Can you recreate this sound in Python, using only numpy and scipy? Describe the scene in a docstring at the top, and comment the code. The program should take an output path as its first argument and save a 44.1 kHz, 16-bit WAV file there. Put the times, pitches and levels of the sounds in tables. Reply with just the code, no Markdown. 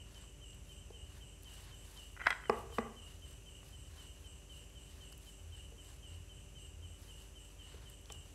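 """A fan hums close by in a quiet room, its bearing squeaking and hissing about four times a second.
Fingers rub cream on skin with small sticky ticks, and cloth rustles. A little after two seconds
a small plastic jar rattles against its lid and knocks on a table; each hit makes them ring briefly.
Behind it all a rumble comes through the walls, with a low drone that swells now and then."""
import sys
import numpy as np
from scipy import signal
from scipy.fft import rfft, irfft, next_fast_len
from scipy.io import wavfile
from scipy.ndimage import map_coordinates

SR = 44100
rng = np.random.default_rng(int(sys.argv[2]) if len(sys.argv) > 2 else 0)


def bounce(signal):
    """Save signal as a 16-bit WAV file at the path given by the first command-line argument."""
    frames = np.transpose(np.atleast_2d(signal))
    limited = np.clip(frames, -1, 1)
    pcm = np.round(limited * 32767).astype(np.int16)
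    wavfile.write(sys.argv[1], SR, pcm)


N = 367794
T = np.arange(N) / SR

# How one squeak slides down and fades: offset_s, pitch_hz, gain_db
SQUEAK_SHAPE = [(-.008, 3120, -24), (.004, 3120, -1.5), (.03, 3020, 2), (.045, 2950, -8.5),
                (.055, 2920, -22)]
def squeak():
    """The bearing sings one short, falling note that wavers a little."""
    when, pitch_hz, gain_db = np.transpose(SQUEAK_SHAPE)
    t = np.arange(when[0], when[-1], 1 / SR)
    waver_hz = 14 * map_coordinates(rng.standard_normal(12), [(t - t[0]) * 90])
    phase = 2 * np.pi * np.cumsum(np.interp(t, when, pitch_hz) + waver_hz) / SR
    return amp(np.interp(t, when, gain_db)) * np.sin(phase)

# The bearing's slightly uneven beat: start_s, level_db
SQUEAK_BEATS = [(-0.12, -55.5), (0.15, -57.5), (0.412, -57.5), (0.691, -57), (0.931, -57.5), (1.209, -57),
                (1.454, -56.5), (1.714, -57.5), (1.964, -55), (2.224, -57), (2.439, -56), (2.72, -56),
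                (2.963, -56), (3.219, -57.5), (3.461, -57), (3.726, -57.5), (3.979, -57), (4.243, -57),
                (4.494, -55.5), (4.753, -58), (5.005, -57), (5.265, -57.5), (5.521, -56), (5.778, -57.5),
                (6.027, -57.5), (6.293, -57.5), (6.551, -57), (6.823, -57.5), (7.079, -57.5),
                (7.354, -57.5), (7.59, -56.5), (7.854, -58), (8.091, -56.5)]
# How the chatter rises and fades after a squeak: offset_s, gain_db
CHATTER_SHAPE = [(.03, -12), (.055, -9.5), (.09, -8.5), (.13, -13), (.17, -15.5), (.21, -17)]
# Tone of the chatter: pitch_hz, gain_db
CHATTER_TONE = [(2680, -27), (2780, -2.5), (2880, 5), (2980, -3.5), (3120, -15)]
# How the hiss rises and fades after a squeak: offset_s, level_db
HISS_SHAPE = [(0, -85), (.03, -69), (.06, -66.5), (.11, -67), (.17, -74.5), (.26, -102)]
# Tone of the hiss: pitch_hz, gain_db
HISS_TONE = [(7100, -23), (7400, -4), (7650, -3.5), (8000, -7), (8450, 0.5), (8650, -20)]
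def bearing():
    """On each beat the fan's bearing squeaks, chatters a little lower and drags with a hiss."""
    squeaks, chatter, hiss = np.zeros((3, N))
    echo_s, echo_db = .112, -10.5  # a far wall sends the squeak back
    for beat, (start_s, level_db) in enumerate(SQUEAK_BEATS):
        note, note_s = squeak(), start_s + SQUEAK_SHAPE[0][0]
        add(squeaks, note_s, amp(level_db) * in_room(note, echo_db=-6, delay_s=.04))
        add(squeaks, note_s + echo_s, amp(level_db + echo_db) * note)
        accent_db = -1.5 if beat % 2 else 3.5  # every other chatter is stronger
        add(chatter, start_s + CHATTER_SHAPE[0][0], amp(level_db + accent_db) * fade(CHATTER_SHAPE))
        add(hiss, start_s, amp(.6 * rng.normal()) * fade(HISS_SHAPE))
    chatter *= noise(CHATTER_TONE)
    hiss *= amp(.92 * wobble(60)) * noise(HISS_TONE)
    return squeaks + chatter + hiss

# The motor's hum, at multiples of its lowest note: pitch_hz, level_db
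MOTOR_NOTES = [(48.4, -57.5), (290.7, -74.5), (339.2, -87), (387.6, -73.5), (484.5, -83), (581.4, -78.5)]
# Tone of the moving air: pitch_hz, gain_db
AIR_TONE = [(76, -22), (130, 2), (223, -8), (400, -8.5), (585, -10), (700, -13), (1250, -17.5),
            (2150, -19.5), (2970, -8.5), (3300, -21), (4200, -26.5), (7900, -16), (11800, -29),
            (13500, -30), (15800, -41)]
# Narrow bands of high hiss: pitch_hz, width_hz, level_db
WHINE_BANDS = [(2630, 130, -85), (6060, 350, -76), (7540, 580, -76.5), (11300, 1200, -82)]
def fan():
    """The turning motor hums and the air rushes, with a thin whine on top."""
    out = np.zeros(N)
    for pitch_hz, level_db in MOTOR_NOTES:
        gain = np.sqrt(2) * amp(level_db + .7 * wobble(3.3))
        out += gain * np.sin(2 * np.pi * pitch_hz * T + .46 * wobble(1.974))
    out += amp(-63.5 + .32 * wobble(5)) * noise(AIR_TONE)
    for pitch_hz, width_hz, level_db in WHINE_BANDS:
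        gain = amp(level_db + .8 * wobble(7.1))
        whine = filtered(rng.standard_normal(N), lambda hz: np.exp(-((hz - pitch_hz) / width_hz) ** 2))
        out += gain * unit(whine)
    return out

def jar():
    """The lid's rattle and the knocks together; small things give off no deep bass."""
    return filtered(lid_rattle() + table_knocks(), lambda hz: (1j * hz / (150 + 1j * hz)) ** 2)

def thread_catches(count, start_s, end_s):
    """The lid's screw thread scrapes in small uneven catches, listed like the clacks below."""
    progress = (np.arange(count) + rng.random(count)) / count
    levels_db = -39 - 4 * progress + 3 * rng.standard_normal(count)
    return [(start_s + (end_s - start_s) * p, db, -15) for p, db in zip(progress, levels_db)]

# Clacks of the jar against its lid: start_s, level_db, treble_db
LID_CLACKS = [(2.165, -43, -12), (2.174, -43, -14), (2.194, -43, -10), (2.2155, -34, -14),
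              (2.259, -28.5, -11), (2.2658, -22, -9.5), (2.269, -12, -8), (2.2775, -26, -21),
              (2.283, -33, -8), (2.3042, -19.5, -1), (2.3066, -24.5, -1), (2.3128, -25.5, -17),
              (2.3177, -31, -18), (2.3262, -27, -9), (2.437, -41, -18), (2.455, -40.5, -14)]
# Notes the lid rings with: pitch_hz, gain_db, ring_s
LID_NOTES = [(690, -4, 0.023), (1130, -1.5, 0.021), (1487, 12.5, 0.011), (1600, -2.5, 0.015),
             (1925, 5.5, 0.022), (1984, -4, .05), (2270, -3, 0.027), (2720, -1, 0.015), (3260, -0.5, 0.027),
             (3960, -2, 0.0158), (5050, -4, .013), (6050, -9.5, 0.0083)]
def lid_rattle():
    """The lid scrapes, then clacks against the jar, ringing with short bright notes."""
    out, pitch_hz = np.zeros(N), np.array(LID_NOTES)[:, 0]
    for start_s, level_db, treble_db in LID_CLACKS + thread_catches(9, start_s=2.196, end_s=2.257):
        clack = ring(LID_NOTES, treble_db * (pitch_hz > 2500), attack_s=.00058, rough_db=8)
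        add(out, start_s, amp(level_db) * in_room(clack, echo_db=-14, delay_s=.0068))
    return out

# Knocks of the jar on the table: start_s, level_db, bass_db, treble_db
TABLE_KNOCKS = [(.237, -59.5, -12, 7.5), (.904, -42.5, -21, -18), (2.496, -15.5, -5, 0),
                (2.542, -42, -9, 2), (2.673, -52.5, -22, -15), (2.7, -45, -18, -2), (2.724, -47, -15, 2),
                (2.780, -40, -11, -10), (2.783, -27.5, 2, 9.5), (2.787, -26.5, 5.5, -9),
                (3.629, -57.5, -10, 6), (5.722, -48, -13.5, -23.5), (7.743, -46.5, -18.5, -24),
                (8.101, -45, -15, 2)]
# Notes the table rings with: pitch_hz, gain_db, ring_s
TABLE_NOTES = [(227, -2, 0.09), (412, -5, 0.068), (433, -14.5, 0.31), (458, 2.5, 0.053), (671, 4, 0.027),
               (799, -1, 0.041), (1142, 3.5, 0.024), (1630, -8, 0.027), (1980, -9, 0.029),
               (2520, -5.5, 0.0098)]
def table_knocks():
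    """The jar hits the table, which rings lower than the lid."""
    out, pitch_hz = np.zeros(N), np.array(TABLE_NOTES)[:, 0]
    treble_share = np.clip((pitch_hz - 500) / 600, 0, 1)
    for start_s, level_db, bass_db, treble_db in TABLE_KNOCKS:
        boost_db = bass_db * (pitch_hz < 300) + treble_db * treble_share
        knock = ring(TABLE_NOTES, boost_db, attack_s=.00073, rough_db=-5)
        add(out, start_s, amp(level_db) * in_room(knock, echo_db=-9.5, delay_s=.013))
    return out

# Strokes of the hand: middle_s, length_s, skin_db, cloth_db
HAND_STROKES = [(.17, .2, -70, -67), (.7, .12, -69, -76), (1.16, .14, -69, -69), (1.57, .24, -64.5, -67),
                (1.64, .26, -80, -65), (1.95, .3, -64.5, -67), (2.29, .1, -64, -72), (2.58, .14, -65, -70),
                (2.76, .1, -63.5, -66), (3.11, .13, -68, -68), (3.3, .13, -70, -71), (3.68, .13, -68, -73),
                (3.99, .18, -67, -65), (4.22, .14, -72, -72), (4.57, .13, -69, -73), (4.98, .3, -69, -68),
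                (5.27, .13, -66, -72), (5.58, .12, -74, -70), (5.9, .16, -67, -69), (6.13, .13, -74, -71),
                (6.65, .12, -72, -80), (7.05, .15, -67, -70), (7.22, .14, -68, -71), (7.5, .13, -72, -78),
                (7.74, .26, -72, -65), (7.9, .1, -71, -71), (8.13, .1, -71, -69), (8.28, .1, -71, -73)]
# Light touch on the skin between strokes: time_s, level_db
RESTING_TOUCH = [(0, -82), (1.2, -80), (1.6, -73), (5.9, -75), (6.4, -79), (7.2, -75), (8.34, -77)]
# Tone of rubbed skin: pitch_hz, gain_db
SKIN_TONE = [(1500, -40), (3500, -2), (5000, -2.5), (9000, -2.5), (12000, -0.5), (13500, -13), (15800, -8)]
# Tone of rustling cloth: pitch_hz, gain_db
CLOTH_TONE = [(300, -26.5), (700, -3.5), (1000, 0.5), (1350, -3), (1800, 0.5), (2400, -6), (4000, -4),
              (5500, -10.5), (7500, -20.5)]
def rubbing():
    """Skin and cloth hiss with each stroke; a fast, uneven grip makes the sound grainy."""
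    middle_s, length_s, skin_db, cloth_db = np.transpose(HAND_STROKES)
    skin = unit(amp(1.8 * wobble(130)) * noise(SKIN_TONE))
    cloth = unit(amp(2.4 * wobble(80)) * noise(CLOTH_TONE))
    skin *= swells(middle_s, length_s, skin_db, rest_db=curve(RESTING_TOUCH))
    cloth *= swells(middle_s, length_s, cloth_db, rest_db=-79)
    return skin + cloth

# Ticks of fingers in cream, and the sharp crack at the jar's hardest knocks: start_s, peak_db, pitch_hz
TICKS = [(.145, -48, 5000), (.506, -48, 5500), (.531, -52, 3500), (.546, -52, 9000),
         (.904, -54, 4100), (1.424, -49, 11000), (1.433, -41, 10000), (1.445, -49, 5000),
         (1.913, -48, 10000), (1.975, -47, 4710), (2.134, -53, 11500), (2.268, -42, 7540),
         (2.305, -34, 6400), (2.497, -33, 5510), (2.589, -48, 10500), (2.786, -36, 4040),
         (3.311, -51, 12000), (5.123, -44, 10000), (5.124, -52, 1200), (5.127, -45, 6000),
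         (5.179, -43, 12500), (5.25, -51, 11500), (7.018, -47, 11600), (7.899, -43, 10500),
         (8.014, -53, 10600), (8.057, -48, 4500), (8.101, -38.5, 3300), (8.12, -47, 5000),
         (8.1228, -36, 7500)]
def small_ticks():
    """Sticky fingers, and the jar's hardest knocks, make tiny bursts of noise, each strongest around one pitch."""
    out, t = np.zeros(N), np.arange(512) / SR
    fade_s = .0077
    for start_s, peak_db, pitch_hz in TICKS:
        burst = amp(-60 * t / fade_s) * rng.standard_normal(len(t))
        width_hz = .7 * pitch_hz
        band = lambda hz: (1j * hz * width_hz / (pitch_hz ** 2 - hz ** 2 + 1j * hz * width_hz)) ** 2
        tick = filtered(burst, band)
        add(out, start_s, amp(peak_db) * tick / np.abs(tick).max())
    return out

# Tone of the rumble: pitch_hz, gain_db
RUMBLE_TONE = [(25, -30.5), (40, -24), (52, -10.5), (65, 4.5), (90, -4.5), (120, -7.5), (180, -16),
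               (260, -27)]
# Slow drift of the rumble's loudness: time_s, level_db
RUMBLE_DRIFT = [(0, -56), (1, -55), (1.8, -57), (2.8, -55.5), (4.6, -58.5), (5.6, -58), (7.6, -59),
                (8.34, -58)]
# Swells of the drone: middle_s, length_s, peak_db
DRONE_SWELLS = [(3.2, .3, -60), (3.95, .2, -59), (5.49, .19, -51), (6.16, .19, -49.5), (6.83, .2, -50),
                (8.2, .2, -58)]
def outside(drone_hz=85):
    """A deep rumble and one low, swelling note come through the walls."""
    drone = np.sqrt(2) * np.sin(2 * np.pi * drone_hz * T + 1.16 * wobble(5.2))
    rumble = amp(curve(RUMBLE_DRIFT) + 1.5 * wobble(4.5)) * noise(RUMBLE_TONE)
    return rumble + swells(*np.transpose(DRONE_SWELLS), rest_db=-68) * drone

# How long the room takes to fade by 60 dB: pitch_hz, ring_s
ROOM_RING = [(200, 0.51), (1000, 0.57), (3000, 0.46), (10000, 0.44)]
def in_room(sound, echo_db, delay_s):
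    """Add the walls' echo, which builds up after a delay; each pitch fades at its own speed."""
    hz, t, spectrum = signal.stft(rng.standard_normal(SR // 2), SR, nperseg=256)
    spectrum *= amp(-60 * t / at_pitch(ROOM_RING, hz)[:, None])
    echo = signal.istft(spectrum, SR, nperseg=256)[1]
    echo *= 1 - np.exp(-(np.arange(len(echo)) / SR / delay_s) ** 4)
    echo *= amp(echo_db) / np.linalg.norm(echo)
    echo[0] = 1  # the sound that arrives directly
    return signal.fftconvolve(sound, echo)

def ring(notes, boost_db, attack_s, rough_db):
    """A struck object: each note is roughened by noise and fades by 60 dB in its ring_s."""
    t = np.arange(SR // 5) / SR
    pitch_hz, gain_db, ring_s = np.transpose(notes)[:, :, None]
    grit = signal.fftconvolve(rng.standard_normal((len(notes), len(t))), np.hanning(60)[None] / 30, "same")
    decay = amp(gain_db + rng.normal(0, 1, gain_db.shape) - 60 * t / ring_s)
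    onset = 1 - np.exp(-(t / attack_s) ** 2)
    clean = onset * decay * np.sin(2 * np.pi * pitch_hz * t)
    rough = amp(boost_db)[:, None] * clean * (1 + amp(rough_db) * grit)
    return rough.sum(0) / np.abs(clean.sum(0)).max()

def amp(db):
    """Turn decibels into a number to multiply by."""
    return 10 ** (np.asarray(db) / 20)

def unit(sound):
    """Scale a sound to an average power of 1."""
    return sound / np.sqrt(np.mean(sound ** 2) + 1e-20)

def at_pitch(rows, hz):
    """Read between (pitch_hz, value) rows, with octaves evenly spaced."""
    pitches, values = np.transpose(rows)
    return np.interp(np.log(hz + 1), np.log(pitches + 1), values)

def curve(rows):
    """Join (time_s, value) rows into a line across the whole scene."""
    return np.interp(T, *np.transpose(rows))

def fade(rows):
    """A short loudness shape from (offset_s, gain_db) rows."""
    when, gain_db = np.transpose(rows)
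    return amp(np.interp(np.arange(when[0], when[-1], 1 / SR), when, gain_db))

def swells(middle_s, length_s, peak_db, rest_db):
    """Bell-shaped rises in loudness above a resting level; their powers add."""
    power = sum(amp(2 * db) * np.exp(-8 * ((T - middle) / length) ** 2)
                for middle, length, db in zip(middle_s, length_s, peak_db))
    return np.sqrt(power + amp(2 * rest_db))

def wobble(per_s):
    """A smooth curve through per_s random values a second."""
    return map_coordinates(rng.standard_normal(int(N * per_s / SR) + 4), [T * per_s])

def filtered(sound, gain_at):
    """Turn each pitch up or down by gain_at(hz)."""
    size = next_fast_len(len(sound) + 8192)
    return irfft(rfft(sound, size) * gain_at(np.fft.rfftfreq(size, 1 / SR)), size)[:len(sound)]

def noise(tone):
    """Noise of power 1 shaped by (pitch_hz, gain_db) rows, silent outside their range."""
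    inside = lambda hz: (hz > tone[0][0]) & (hz < tone[-1][0])
    return unit(filtered(rng.standard_normal(N), lambda hz: amp(at_pitch(tone, hz)) * inside(hz)))

def add(out, start_s, sound):
    """Mix a sound into out, beginning at start_s."""
    i = round(start_s * SR)
    sound = sound[max(-i, 0):][:N - max(i, 0)]
    out[max(i, 0):][:len(sound)] += sound

def scene():
    """All the sources together in one channel."""
    return (fan() + bearing() + outside() + rubbing() + jar() + small_ticks())[None]

# Tone of the microphone: pitch_hz, gain_db
MIC_TONE = [(20, -0.5), (11500, 0), (13500, -3.5), (15800, -6.5)]
def record(dry):
    """The microphone loses the deepest bass, dulls the treble and hears nothing above top_hz."""
    bottom_hz, top_hz = 38.4, 15750
    bass_cut = lambda hz: 1 / np.sqrt(1 + (bottom_hz / (hz + 1)) ** 8)
    return filtered(dry[0], lambda hz: (hz < top_hz) * bass_cut(hz) * amp(at_pitch(MIC_TONE, hz)))[None]

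dry = scene()
out = record(dry)
bounce(out)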